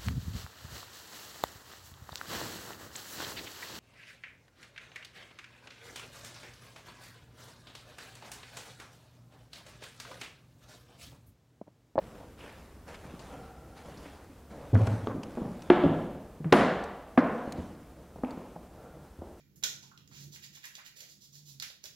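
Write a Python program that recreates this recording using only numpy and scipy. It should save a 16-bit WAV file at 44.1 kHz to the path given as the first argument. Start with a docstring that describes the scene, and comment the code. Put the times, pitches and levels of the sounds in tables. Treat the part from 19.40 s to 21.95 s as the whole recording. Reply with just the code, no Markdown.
"""A small tiled bathroom: soapy wet hands rub together, about eight strokes a second.
Each stroke shears the lather into a fizz of tiny bursting bubbles; wetter strokes also slosh.
Air trapped between the palms squelches out. The tiles ring with it all,
and the room's lowest resonances boom faintly underneath."""
import sys
import numpy as np
from scipy import signal
from scipy.fft import rfft, irfft, next_fast_len
from scipy.io import wavfile
from scipy.ndimage import map_coordinates

SR = 44100
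rng = np.random.default_rng(int(sys.argv[2]) if len(sys.argv) > 2 else 0)


def waveform_to_disk(signal):
    """Save audio, clipped to [-1, 1], as 16-bit WAV at the path in sys.argv[1]."""
    frames = np.transpose(np.atleast_2d(signal))
    scaled = np.clip(frames, -1, 1) * 32767
    samples = np.round(scaled).astype(np.int16)
    wavfile.write(sys.argv[1], SR, samples)


N = 112454


def amp(db):
    """dB to gain."""
    return 10 ** (np.asarray(db) / 20)


def unit(x):
    """Scale to rms 1."""
    return x / np.sqrt(np.mean(x ** 2) + 1e-20)


def along(points, hz):
    """Interpolate (Hz, value) points on a log frequency axis."""
    points_hz, values = np.transpose(points)
    return np.interp(np.log(hz + 1), np.log(points_hz + 1), values)


def curve(rows):
    """Interpolate (s, value) rows to one value per sample."""
    return np.interp(np.arange(N) / SR, *np.transpose(rows))


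def wobble(knots_per_s):
    """Smooth random curve."""
    return map_coordinates(rng.standard_normal(2048), [np.arange(N) * knots_per_s / SR], mode="wrap")


def filtered(x, response):
    """Filter x by response(hz)."""
    size = next_fast_len(N + 8192)
    return irfft(rfft(x, size) * response(np.fft.rfftfreq(size, 1 / SR)), size)[..., :N]


def coloured(x, spectrum):
    """Shape x by (Hz, dB) points; rms 1."""
    return unit(filtered(x, lambda hz: amp(along(spectrum, hz))))


def pan(right_db):
    """Stereo gains: left down, right up by right_db."""
    return amp(np.array([[-right_db], [right_db]]))


def bubbles(per_s, size=N, spread_db=2.5, skin_db=-9.5):
    """Tiny bursts of uneven size over the smooth hiss of sliding skin."""
    strengths = amp(spread_db * np.minimum(rng.exponential(size=size), 4)) * rng.choice([-1, 1], size)
    bursts = unit(strengths * (rng.random(size) < per_s / SR))
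    return unit(bursts + amp(skin_db) * rng.standard_normal(size))


def rubbing(clump_db=1.76):
    """Each stroke speeds up and slows down; lather fizzes and sparkles, wetter strokes also slosh."""
    # Each row: start, rise and fall in seconds, fizz in dB, slosh in dB, sparkle in dB re fizz.
    strokes = [(-.035, 0.033, 0.026, -70, -69, -22), (0.688, 0.085, 0.081, -56.5, -62.5, -12.5),
               (.785, 0.046, .045, -61, -95, -6), (.905, 0.042, 0.032, -52.5, -67, -9),
               (1.006, 0.036, 0.042, -54.5, -58, -9), (1.114, 0.045, 0.04, -56, -60.5, -9),
               (1.219, 0.03, 0.042, -57.5, -54, -10.5), (1.321, 0.046, 0.034, -61, -62, -5.5),
               (1.437, 0.029, 0.03, -55.5, -58, -8), (1.549, 0.023, 0.052, -57, -67.5, -6.5),
               (1.584, 0.046, 0.077, -64, -67, -7), (1.669, 0.036, .05, -58.5, -82, -8.5),
               (1.793, 0.043, 0.062, -60, -90, -8), (1.905, 0.054, 0.061, -60, -84, -6),
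               (2.043, 0.038, 0.087, -57, -87, -7), (2.213, 0.019, .045, -59, -57, -20),
               (2.28, 0.028, .035, -66, -77, -3), (2.425, 0.027, 0.033, -56.5, -63, -4)]
    # Spectra of lather, finest foam and water. Each row: frequency in Hz, relative level in dB.
    fizz_spectrum = [(200, -30), (900, -29), (2200, -20), (3500, -2.5), (5000, 0.5), (7000, 0.5),
                     (9000, -5.5), (12000, -44.5)]
    sparkle_spectrum = [(5000, -14), (8000, -11), (10000, 5), (12000, -2), (15500, -3.5)]
    slosh_spectrum = [(200, -37), (500, -7.5), (1100, -7), (1600, 10), (2400, 13), (3500, 10.5), (7000, -9)]
    t = np.arange(N) / SR
    fizz_gain, slosh_gain, sparkle_gain = np.zeros((3, N))
    for start_s, rise_s, fall_s, fizz_db, slosh_db, sparkle_db in strokes:
        ramp = np.interp(t - start_s, [0, rise_s, rise_s + fall_s], [0, 1, 0])
        speed = np.sin(np.pi / 2 * ramp) ** 2
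        fizz_gain += amp(fizz_db) * speed
        slosh_gain += amp(slosh_db) * speed
        sparkle_gain += amp(fizz_db + sparkle_db) * speed
    foam, water = bubbles(per_s=6000), bubbles(per_s=700)
    clumps = unit(amp(clump_db * wobble(knots_per_s=110)))
    fizz = fizz_gain * coloured(foam, fizz_spectrum)
    sparkle = sparkle_gain * coloured(foam, sparkle_spectrum)
    slosh = slosh_gain * coloured(water, slosh_spectrum)
    return clumps * (fizz + sparkle + slosh)


def tile_tail(delay_s=0.00066, build_s=0.0036):
    """Random stereo impulse response of the tiles, energy about 1 a side; treble dies first."""
    # Each row: frequency in Hz, time to decay 60 dB in seconds.
    reverb_times = [(150, 1), (500, 0.46), (1500, 0.43), (4000, 0.41), (7000, 0.38), (14000, 0.33)]
    hz, t = np.fft.rfftfreq(256, 1 / SR), np.arange(0, .55, 128 / SR)
    size = (2, len(hz), len(t))
    noise = rng.standard_normal(size) + 1j * rng.standard_normal(size)
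    decay = amp(-60 * t / along(reverb_times, hz)[:, None])
    tail = signal.istft(noise * decay, SR)[1]
    tail *= np.clip((np.arange(tail.shape[1]) / SR - delay_s) / build_s, 0, 1)
    return tail / np.linalg.norm(tail[0])


def bathroom(sounds, reverb_db=1, right_lead_s=.000227, wall_delay_s=.00212, wall_db=-15.5):
    """Each sound gets its own random tile reverb, keeping the ring smooth rather than metallic."""
    direct, reverb = np.zeros(N + SR), np.zeros((2, N + SR))
    for start_s, sound in sounds:
        start = round(start_s * SR)
        ring = signal.fftconvolve(sound[None], tile_tail(), axes=1)
        direct[start:][:len(sound)] += sound
        reverb[:, start:][:, :ring.shape[1]] += ring
    lead_s = right_lead_s * np.array([[-.5], [.5]])  # direct sound reaches the right first
    direct = filtered(direct[:N], lambda hz: np.exp(2j * np.pi * hz * lead_s))
    heard = pan(right_db=4) * direct + amp(reverb_db) * pan(right_db=1.96) * reverb[:, :N]
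    # One echo off the surface beside the microphone.
    return filtered(heard, lambda hz: 1 + amp(wall_db) * np.exp(-2j * np.pi * hz * wall_delay_s))


def room_tone(boom_hz=143.2, wander_hz=2.98, boom_db=1, rumble_db=0.5, side_db=-9.5, hiss_db=-75):
    """A low room resonance swells and fades over a dull rumble and a faint hiss."""
    # Each row: time in seconds, relative level in dB.
    boom_levels = [(0.0, -66), (0.03, -72), (0.49, -66.5), (0.68, -72), (0.79, -58), (0.86, -51.5),
                   (1.01, -69), (1.1, -63.5), (1.21, -79.5), (1.33, -76), (1.87, -74.5), (1.96, -61),
                   (2.18, -60), (2.34, -84.5), (2.52, -70), (2.55, -82)]
    rumble_levels = [(0.0, -71.5), (0.24, -62.5), (0.56, -67), (0.89, -59.5), (1.07, -71), (1.12, -65.5),
                     (1.22, -76.5), (2.26, -68), (2.31, -77), (2.55, -70.5)]
    # Each row: frequency in Hz, relative level in dB.
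    rumble_spectrum = [(20, -48), (45, -20.5), (62, -1.5), (100, 1), (130, 4.5), (165, 2), (200, 4.5),
                       (240, -4.5), (320, -4), (500, -17.5), (1000, -35.5)]
    hiss_spectrum = [(30, 5), (70, 13.5), (150, 5), (500, -12), (1500, -8.5), (5000, -8.5), (15000, -16.5)]
    phase = 2 * np.pi * np.cumsum(boom_hz + wander_hz * wobble(knots_per_s=13)) / SR
    boom = amp(curve(boom_levels) + boom_db) * unit(np.sin(phase))
    mid, side = coloured(rng.standard_normal((2, N)), rumble_spectrum)
    rumble = amp(curve(rumble_levels) + rumble_db) * (mid + amp(side_db) * np.array([side, -side]))
    hiss = amp(hiss_db) * coloured(rng.standard_normal((2, N)), hiss_spectrum)
    return pan(right_db=2.26) * (boom + rumble + hiss)


def spurt(envelope, gain):
    """Short rush of bursting bubbles, whitened, then shaped by gain(hz); energy 1."""
    size = len(envelope)
    spectrum = rfft(bubbles(per_s=8000, size=size) * envelope, 2 * size)
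    white = spectrum / (np.abs(spectrum) + 1e-9)
    rush = irfft(white * gain(np.fft.rfftfreq(2 * size, 1 / SR)), 2 * size)[:size]
    return rush / np.linalg.norm(rush)


def squelches(rise_s=0.00048):
    """Air spurts from a pocket between the palms, rings it and sprays foam; (start_s, sound) pairs."""
    # Each row: start in seconds, level in dB, pitch in Hz, width in octaves, decay in seconds,
    # spray in dB re pocket.
    air_pockets = [(.1585, -60, 8000, 0.68, 0.017, -8.5), (.227, -46, 2030, 1.8, 0.0081, -2),
                   (0.2356, -31, 3740, .3, 0.0066, 2), (.2375, -24.5, 6120, 0.34, 0.0042, -9.5),
                   (0.2431, -29.5, 4640, 1.3, 0.0027, 3.5), (.241, -43, 1480, 0.089, 0.0088, -35),
                   (.241, -55, 507, .6, 0.011, -27), (.425, -68.5, 900, 0.35, 0.044, 9),
                   (0.429, -54.5, 4500, 0.65, 0.0087, -14), (0.515, -53.5, 1255, 0.39, 0.0063, -16.5),
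                   (.5761, -46, 3620, 0.53, 0.0016, -3), (0.6762, -50.5, 5300, 0.59, 0.001, 4),
                   (0.713, -65.5, 1190, 0.98, 0.033, -3), (.936, -71.5, 1010, 0.76, 0.029, -31.5),
                   (0.959, -47, 2320, 0.76, 0.004, -4), (1.172, -60, 1110, 1.2, 0.0053, -31),
                   (1.24, -44.5, 1820, 0.23, 0.0083, -4), (1.241, -60, 1170, 0.42, 0.011, 4),
                   (1.254, -42, 7200, 0.74, 0.0049, -10), (1.352, -39.5, 4800, 0.71, 0.0027, -2.5),
                   (1.38, -55.5, 920, 0.66, 0.0077, -14), (1.386, -51.5, 1840, 0.6, 0.014, -28),
                   (1.56, -72, 510, 0.33, 0.015, -12), (1.605, -45.5, 5460, 0.88, 0.0061, 0.5),
                   (1.61, -68.5, 568, 0.38, 0.031, -5), (1.9535, -47, 4980, 0.15, 0.0023, -3.5),
                   (2.199, -34, 4460, 0.35, 0.0025, -1), (2.2232, -31.5, 4900, 0.99, 0.0032, -7.5),
                   (2.2236, -39.5, 2050, 0.86, 0.0059, -16), (2.3002, -45, 4070, .4, 0.0027, -13.5),
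                   (2.301, -60, 584, 0.42, 0.0036, -14), (2.4399, -32, 5620, 0.26, 0.0012, -3),
                   (2.441, -59, 524, .45, .008, -13), (2.454, -46.5, 3870, 0.38, 0.006, 3)]
    # Each row: frequency in Hz, relative level in dB.
    spray_spectrum = [(150, -17), (500, -5), (1000, -9), (1600, 2), (4000, 4.5), (7000, 9), (11000, -1.5),
                      (15500, -13.5)]
    sounds, t = [], np.arange(SR // 6) / SR
    for start_s, level_db, pocket_hz, width_oct, decay_s, spray_db in air_pockets:
        envelope = (1 - np.exp(-t / rise_s)) * np.exp(-t / decay_s)
        pocket = spurt(envelope, lambda hz: 1 / (1 + (np.log2((hz + 1) / pocket_hz) / width_oct) ** 4))
        spray = spurt(envelope, lambda hz: amp(along(spray_spectrum, hz)))
        gain = amp(level_db) * np.linalg.norm(envelope)
        sounds.append((start_s, gain * (pocket + amp(spray_db) * spray)))
    return sounds


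def scene(stretch_count=8):
    """Hands in the room; each stretch of rubbing gets its own random tile reverb."""
    rub = rubbing()
    stretches = [(part[0] / SR, rub[part]) for part in np.array_split(np.arange(N), stretch_count)]
    return bathroom(stretches + squelches()) + room_tone()


def record(dry, top_hz=15900):
    """Microphone: treble notch, lift above it, hard band limit."""
    # Each row: frequency in Hz, gain in dB.
    mic_response = [(7000, 0), (7800, -4.5), (8250, -22), (9000, -15.5), (10000, -7.5), (11000, 2.5),
                    (16000, 7)]
    return filtered(dry, lambda hz: amp(along(mic_response, hz)) * (hz < top_hz))


dry = scene()
out = record(dry)
waveform_to_disk(out)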